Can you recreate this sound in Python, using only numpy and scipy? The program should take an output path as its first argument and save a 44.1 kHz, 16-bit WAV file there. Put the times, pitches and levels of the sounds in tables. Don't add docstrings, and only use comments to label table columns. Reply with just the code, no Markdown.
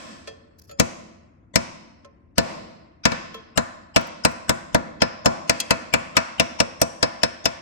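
import sys
import numpy as np
from scipy import signal
from scipy.fft import rfft, irfft
from scipy.io import wavfile
from scipy.ndimage import uniform_filter1d, minimum_filter1d

SR = 44100
rng = np.random.default_rng(int(sys.argv[2]) if len(sys.argv) > 2 else 0)


def wav_record(signal):
    frames = np.transpose(np.atleast_2d(signal))
    bounded = np.clip(frames, -1, 1)
    quanta = np.round(bounded * 32767).astype(np.int16)
    wavfile.write(sys.argv[1], SR, quanta)


def elevation(decibels):
    levels = np.asarray(decibels, float)
    return 10 ** (levels / 20)


N = 335601
LEAD = SR // 4


def evened(x):
    return x / np.sqrt(np.mean(x ** 2) + 1e-20)


def read(table, hz):
    f, *columns = np.transpose(table)
    return [np.interp(np.log(hz + 1), np.log(f + 1), c) for c in columns]


def add(mix, s, sound):
    part = mix[:, LEAD + round(s * SR):][:, :sound.shape[1]]
    part += sound[:, :part.shape[1]]


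def ringing(hz, t60, rise, t):
    hz, t60, rise = (np.reshape(v, (-1, 1)) for v in (hz, t60, rise))
    swell = (1 - np.exp(-t / rise)) ** 2
    return swell * elevation(-60 * t / t60) * np.exp(2j * np.pi * hz * t)


def noise_pair(frames, hz, same):
    a, b, c, d = rng.standard_normal((frames, len(hz), 4)).T
    same = np.clip(same, -1, 1)[:, None]
    left, other = a + 1j * b, c + 1j * d
    return np.array([left, same * left + np.sqrt(1 - same ** 2) * other])


# frequency in Hz, level in dB.
DRONE = [(15, -55), (25, -30.5), (54, -29), (69, -4.5), (90, -8), (133, -19.5), (171, -16), (340, -18),
         (404, -31.5), (614, -32.5), (1250, -40.5), (1860, -41.5), (9000, -58.5), (11700, -82),
         (19800, -120)]
# frequency in Hz, left-right likeness from -1 to 1.
DRONE_LIKENESS = [(60, 0.79), (240, 0.79), (950, -0.026), (3770, 0.02), (15000, 0.01)]
DRONE_DB = -55.5


def hum():
    frames, hz = N // 512 + 5, np.fft.rfftfreq(2048, 1 / SR)
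    patches = uniform_filter1d(rng.standard_normal((len(hz), frames)), 5, 0)
    patches = evened(uniform_filter1d(patches, 12, 1))
    colour_db = read(DRONE, hz)[0][:, None] + 1.5 * patches
    spectra = noise_pair(frames, hz, read(DRONE_LIKENESS, hz)[0]) * elevation(colour_db)
    drone = signal.istft(spectra, nperseg=2048, noverlap=1536)[1][:, :N]
    return elevation(DRONE_DB) * evened(drone) * elevation([[1.5], [-1.5]])


# frequency in Hz, t60 in seconds, level in dB,
# left-right likeness from -1 to 1.
GARAGE_ECHO = [(103, 0.99, -18, 0.025), (252, 1.14, 5, 1), (610, 0.82, 7.5, -0.57),
               (1620, 0.72, 6.5, -0.04), (2982, 0.86, -3.5, 0.076), (4150, 1.05, -1, 0.025),
               (5500, 0.83, 0.5, 0.0077), (8500, 0.7, -4.5, 0), (12100, 0.63, -20.5, -0.12),
               (13000, 0.38, -15, 0.13)]
SLOW_ECHO_DB, MAIN_ECHO_DB = -32, -14.5


def garage(x):
    out, turn = 0, np.arange(x.shape[1]) / SR * 1.37 * np.pi
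    hz, t = np.fft.rfftfreq(256, 1 / SR), np.arange(700) * 64 / SR
    t60, db, same = read(GARAGE_ECHO, hz)
    slow_echo = elevation(SLOW_ECHO_DB - 60 * t / 1.4) * np.clip(t / 0.036, 0, 1) / np.sqrt(.16)
    main_echo = elevation(MAIN_ECHO_DB - 60 * t / t60[:, None]) * np.clip(t / 0.014, 0, 1) / np.sqrt(t60[:, None])
    sent = (x.mean(0) + 0.46 * (x[0] - x[1]))[None]
    for k in range(3):
        spectra = noise_pair(len(t), hz, same) * elevation(db)[:, None] * np.hypot(slow_echo, main_echo)
        tail = signal.istft(spectra, nperseg=256, noverlap=192)[1] / 400
        share = np.sqrt(2 / 3) * abs(np.cos(turn + k * np.pi / 3))
        out = out + signal.fftconvolve(sent * share, tail, axes=1)[:, :x.shape[1]]
    return out


# start in seconds, peak in dB, length in seconds.
SEALANT_TEARS = [(0.566, -69, 0.039), (0.583, -44, .022), (0.615, -42.5, 0.011), (0.631, -50.5, 0.036),
                 (0.667, -50.5, 0.04), (0.769, -77, .03), (3.334, -57, 0.05), (4.009, -37, 0.0093),
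                 (4.065, -42, .015), (4.311, -45, .02), (4.361, -71, 0.033)]
# frequency in Hz, level in dB.
SEALANT_COLOUR = [(880, -70.5), (1500, -22.5), (1820, -32.5), (3550, -31), (5150, -16.5), (9410, -31),
                  (13200, -17.5), (14900, -23.5), (16500, -14)]


def tears():
    snaps = rng.standard_normal((2, N + LEAD)) * elevation(2.7 * rng.exponential(1, N + LEAD))
    hz = np.fft.rfftfreq(N + LEAD, 1 / SR)
    snaps = evened(irfft(rfft(snaps) * elevation(read(SEALANT_COLOUR, hz)[0]), N + LEAD))
    level = np.zeros((2, N + LEAD))
    for s, db, length in SEALANT_TEARS:
        add(level, s, elevation(db) * signal.windows.tukey(int(length * SR), .7)[None])
    return level * snaps


def band(x, low_hz, high_hz):
    return signal.lfilter(*signal.butter(2, [low_hz, high_hz], "band", fs=SR), x)


# frequency in Hz, t60 in seconds, then level in dB over the peak
PIPE_MODES = [(448, 0.29, -5, -10.5, -4.5, -5), (564, 0.16, -3, 2.5, 3, -24),
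              (1055, 0.2, -16, -16, -4, -4.5), (1319, 0.11, -14.5, -7, -6, -7),
              (1787, 0.13, -9, -10.5, -8, -14), (2450, .1, -15.5, -17.5, -14.5, -18),
              (2620, 0.15, -14, -18.5, -31.5, -20), (3287, .18, -10.5, -21.5, -26, -4.5),
              (4320, .1, -11, -9.5, -22, -18), (4950, 0.13, -13, -16, -25.5, -24),
              (6250, .12, -20.5, -19.5, -22.5, -19), (7000, .15, -33.5, -12.5, -34, -26)]
# start in seconds, peak in dB, 8-15.5 kHz top in dB over the peak, t60 of
# the grit in seconds.
PIPE_TOUCHES = [
    (0.273, -27.5, -17.5, 0.081),
    (.693, -40.5, -11, 0.11),
    (.711, -38, -1.5, 0.048),
    (2.046, -37, -22.5, 0.042),
    (3.342, -30.5, -8, 0.055),
]
TOUCH_PLACES = (0, 1, 1, 2, 3)
PLACE_RING = (-2, 0.5, -6, -0.5)


def touches():
    t, out = np.arange(SR // 4) / SR, np.zeros((2, N + LEAD))
    hz, t60, *places_db = np.transpose(PIPE_MODES)
    pipe = ringing(hz, t60, 2.0 / hz, t)
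    for (s, peak_db, top_db, grit_t60), place in zip(PIPE_TOUCHES, TOUCH_PLACES):
        phases = np.exp(2j * np.pi * rng.random((2, len(hz))))
        ring = (elevation(places_db[place] + PLACE_RING[place]) * phases) @ pipe
        grit = rng.standard_normal((2, len(t))) * elevation(-60 * t / grit_t60) * np.clip(t / 0.0027, 0, 1)
        tick = band(grit, 500, 6000)
        tick += elevation(top_db) * band(grit, 8000, 15500)
        tick += elevation(8.5) * band(grit * elevation(30 * t / grit_t60), 420, 720)
        add(out, s, elevation(peak_db) * (ring.real + elevation(0.5) * tick))
    return out


CLINK_S, CLINK_DB, CLINK_FROM_HZ = 5.6005, -12, 2000
CLINK_DAMPING = 0.6


def clink():
    t, out = np.arange(SR // 6) / SR, np.zeros((2, N + LEAD))
    hz, t60, bend_db, clamp_db = np.transpose(PIPE_MODES)[:4]
    woken = elevation([bend_db, clamp_db]) * (hz > CLINK_FROM_HZ)
    ring = woken @ ringing(hz, CLINK_DAMPING * t60, 2.8 / hz, t)
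    add(out, CLINK_S, elevation(CLINK_DB) * ring.imag)
    return out


# frequency in Hz,
# width in Hz, level in dB.
BAY_COLOUR = [(122.8, 18, -7), (162.5, 26, 4.5), (212, 45, 3.5), (265, 40, -4.5), (380.6, 53, -7),
              (610, 37, 2), (732, 90, -8.5), (992, 56, 8.5), (2230, 1100, 1.5), (3520, 1000, -1),
              (5300, 440, 1), (6560, 630, -2.5)]


def bay_db(hz):
    return sum(db / (1 + (2 * (hz - f) / width) ** 2) for f, width, db in BAY_COLOUR)


BLOW_BANDS = (240, 620, 1300, 3000, 5300, 8500, 12000, 13500)
THUD_DB, THUD_DB_PER_S = 1.5, -1.12
CLANG_DB, CLANG_WEIGHT_SHARE = 5.5, 0.73
CLANG_DB_PER_OCTAVE = -4
PING_DB, PING_DB_PER_S = -8, -0.75
TOP_DB, TOP_SNAP_SHARE = -15, 0.5
GROUP_DB, GROUP_DB_PER_S, GROUP_WIDTH_HZ = 2.7, 1.21, 220
GROUP_FAR_SHARE, GROUP_FAR_HZ = .9, 5300


def tone_db(hz, share, s, bite_db, weight_db, snap_db, group_hz):
    thud_db = weight_db + THUD_DB + THUD_DB_PER_S * s
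    clang_db = CLANG_DB + CLANG_WEIGHT_SHARE * weight_db + (1 - CLANG_WEIGHT_SHARE) * bite_db
    clang_db += CLANG_DB_PER_OCTAVE * np.log2(group_hz / 3700)
    ping_db = bite_db + PING_DB + PING_DB_PER_S * s
    top_db = TOP_DB + TOP_SNAP_SHARE * snap_db
    bands = (thud_db, weight_db, clang_db, bite_db, ping_db, top_db, top_db, snap_db)
    group_db = (GROUP_DB + GROUP_DB_PER_S * s) * (group_hz / GROUP_FAR_HZ) ** 0.65
    group_db = group_db / (1 + ((hz - group_hz) / GROUP_WIDTH_HZ) ** 2)
    return read(list(zip(BLOW_BANDS, bands)), hz)[0] + share * group_db


# start in seconds, bite of the steel face in dB, weight of
# the swing in dB, snap of the contact in dB, mode group nearest the landing spot in Hz.
HAMMER_BLOWS = [(0.7971, -13.5, -23, -15, 6500), (1.5564, -12.5, -24.5, -15.5, 5300),
                (2.3805, -10, -18, -10, 4800), (3.053, -7, -20, -22, 2620), (3.1174, -27.5, -35, -59, 2450),
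                (3.574, -17.5, -24.5, -23, 3000), (3.9608, -10, -22, -23, 2770),
                (4.2486, -13.5, -22.5, -17.5, 2970), (4.4927, -16.5, -23, -14.5, 3600),
                (4.7453, -18.5, -21, -32.5, 3300), (5.018, -13.5, -22, -37, 5160),
                (5.2575, -14, -17, -20, 5400), (5.495, -9.5, -22.5, -19, 4820),
                (5.6009, -21, -51, -22.5, 4400), (5.7063, -12.5, -23.5, -21, 2630),
                (5.9372, -12.5, -22.5, -18.5, 2640), (6.1668, -10, -23.5, -19.5, 2720),
                (6.3967, -10.5, -22, -20, 5620), (6.6009, -15, -23, -25, 5450),
                (6.8148, -16.5, -23.5, -11, 5720), (7.0271, -12.5, -23, -28.5, 5300),
                (7.232, -12.5, -25, -29, 5300), (7.4549, -13, -26.5, -26.5, 5300)]
# bite, weight and snap in dB, mode group in Hz.
BLOW_BEFORE = (-7.5, -22, 2.5, 2404)
BEFORE_S = -.13
# frequency in Hz, left in dB, right in dB, t60 in seconds.
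BLOCK_RINGS = [(235.9, 7.5, -7.5, 0.16), (306.4, 3.5, 3.5, 0.07), (493.4, 2.5, 9, 0.087),
               (664.6, 2, 6, 0.15), (624.5, -9, -4, 0.091), (947, 4, -6, 0.08), (1056.5, -9, -15, 0.12),
               (1402, -16.5, -27, 0.23), (1475, -8.5, -1.5, 0.075), (1565, -17.5, -27, 0.12),
               (1754, -6, -9.5, 0.12), (2274, -19.5, -33, 0.23), (2590, -11.5, -10.5, 0.092),
               (3620, -23, -16.5, .08), (4820, -8.5, -2, 0.054), (5232, 3, -11, 0.055),
               (5230, -7, -9, 0.079), (5760, -15, -17, 0.073)]
# frequency in Hz, level in dB, left minus right in dB,
# left-right likeness, t60 in seconds, rise in seconds.
CASTING = [(58.7, 12, 20, -.6, 0.071, 0.0021), (160, 16, 12, -0.11, 0.079, 0.004),
           (322, 14, 8, -1.7, 0.047, 0.0027), (370, 2.5, 7.5, -0.76, 0.099, 0.0025),
           (638, 10, -11.5, -0.6, 0.064, 0.0016), (1380, -4, 11.5, -0.45, 0.049, 0.0025),
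           (3000, -5, 5, 0.19, 0.022, 0.00093), (3980, -4.5, 8.5, -0.39, 0.046, 0.0016),
           (5300, 1, 15.5, -0.00097, 0.029, 0.0009), (8100, 0, 7, -0.09, 0.038, 0.00098),
           (9080, -3.5, -19, 0.57, 0.0097, 0.0012), (11900, -7.5, 1, 0.74, 0.021, 0.00033),
           (12450, -11.5, -7, -0.42, 0.017, .001), (16000, -15.5, 8.5, -.2, .008, .001)]
# frequency in Hz, level in dB.
CRACK_TOP = [(8800, 0.5), (9500, -11.5), (10200, 6), (12200, 4), (12600, -4.5)]
OVERLOAD_DB = 15
KNOCK_LUMPS = 1.64
STEADY_HZ = 2400
FAR_RING_HZ = 3000


def blows():
    t, near, far = np.arange(SR // 6) / SR, np.zeros((2, N + LEAD)), np.zeros((2, N + LEAD))
    hz = 16650 * ((np.arange(400) + rng.random(400)) / 400) ** 1.7 + 62
    db, lean_db, same, t60, rise = read(CASTING, hz)
    same = np.clip(same, -1, 1)
    dense = ringing(hz, t60 * elevation(2.4 * rng.standard_normal(400)), rise, t)
    spacing = np.sqrt(np.gradient(np.sort(hz)))
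    ears = elevation(db + bay_db(hz) + np.outer([.5, -.5], lean_db)) * spacing / 110

    ring_hz, left_db, right_db, ring_t60 = np.transpose(BLOCK_RINGS)
    rings = ringing(ring_hz, ring_t60, 0.63 * read(CASTING, ring_hz)[4], t)
    count = len(ring_hz)
    far_fade = elevation(-60 * t / .15)
    crack_hz = np.fft.rfftfreq(2048, 1 / SR)
    crack_colour_db = read(CASTING, crack_hz)[0] + bay_db(crack_hz) + read(CRACK_TOP, crack_hz)[0]
    far_share = GROUP_FAR_SHARE * (crack_hz / GROUP_FAR_HZ) ** 2
    usual, loose = rng.random((2, 400)), np.clip(hz / STEADY_HZ, .05, 1)

    for s, *blow in [(BEFORE_S, *BLOW_BEFORE), *HAMMER_BLOWS]:
        a, b = np.exp(2j * np.pi * (usual + loose * rng.random((2, 400))))
        spot = np.array([a, same * a + np.sqrt(1 - same ** 2) * b])
        wake = elevation(0.5 * rng.standard_normal(count)) * np.exp(.4j * rng.standard_normal(count))
        sides = np.exp(1j * (np.pi + 0.88 * rng.standard_normal(count)) * [[0], [1]])
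        struck = wake * sides * elevation([left_db, right_db]) * elevation(tone_db(ring_hz, 0.86, s, *blow) - 12)
        ring = (struck @ rings).imag
        low_ring = (struck * (ring_hz < FAR_RING_HZ) @ rings).imag

        lumps_db = 1.64 * evened(uniform_filter1d(rng.standard_normal(1025), size=20))
        knock_db = KNOCK_LUMPS * loose * np.interp(hz, crack_hz, lumps_db)
        clang = (spot * ears * elevation(tone_db(hz, 1, s, *blow) + knock_db + 6)) @ dense
        add(near, s, elevation(OVERLOAD_DB) * (clang.real + ring))

        crack_db = crack_colour_db + tone_db(crack_hz, far_share, s, *blow) + lumps_db
        crack = np.roll(irfft(elevation(crack_db)), 1024)
        add(far, s - 800 / SR, elevation(OVERLOAD_DB + 20) * np.array([crack, crack]))
        add(far, s, elevation(OVERLOAD_DB - 3.5) * far_fade * low_ring)
    return near, far


def scene():
    near, far = blows()
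    small = touches() + tears() + clink()
    return (near + small + garage(far + elevation(-1.5) * small))[:, LEAD:] + hum()


# frequency in Hz, level in dB a bin.
FAINTEST = [(300, -110), (1500, -99), (6000, -87), (8800, -91), (9500, -83.5), (10300, -100), (12200, -100),
            (12600, -74), (16300, -78.5), (16800, -57.5)]
SMEAR_DB = -12.5


def smear(x):
    hz, t, z = signal.stft(x, SR, nperseg=1536)
    a, b = rng.standard_normal((2, *z.shape))
    patches = uniform_filter1d(rng.standard_normal(z.shape), size=12, axis=1) > .17
    rustle = abs(z) * (a + 1j * b) * patches * (hz < 8800)[:, None]
    power = uniform_filter1d(abs(z) ** 2, size=9, axis=1)
    kept = power / (abs(power) + elevation(2 * read(FAINTEST, hz)[0])[:, None])
    return signal.istft(kept * z + elevation(SMEAR_DB) * rustle, SR, nperseg=1536)[1][:, :N]


def band_limit(x):
    return signal.sosfilt(signal.butter(12, 16960, fs=SR, output="sos"), x)


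def record(dry):
    peak_db = 20 * np.log10(-minimum_filter1d(-abs(dry).max(0), size=90) + 1e-9)
    climb = np.arange(N) * 51.0 / SR
    start_db = 6. - climb
    held_db = np.maximum.accumulate(peak_db + climb) - climb - 3.
    over_db = np.maximum(held_db, np.maximum(start_db, 0))
    ducked = dry / elevation(uniform_filter1d(over_db, size=45))
    rounded = .94 * ducked / (1 + ducked ** 4) ** .25
    finished = np.clip(smear(rounded), -.96, .96)
    return band_limit(finished)


dry = scene()
out = record(dry)
wav_record(out)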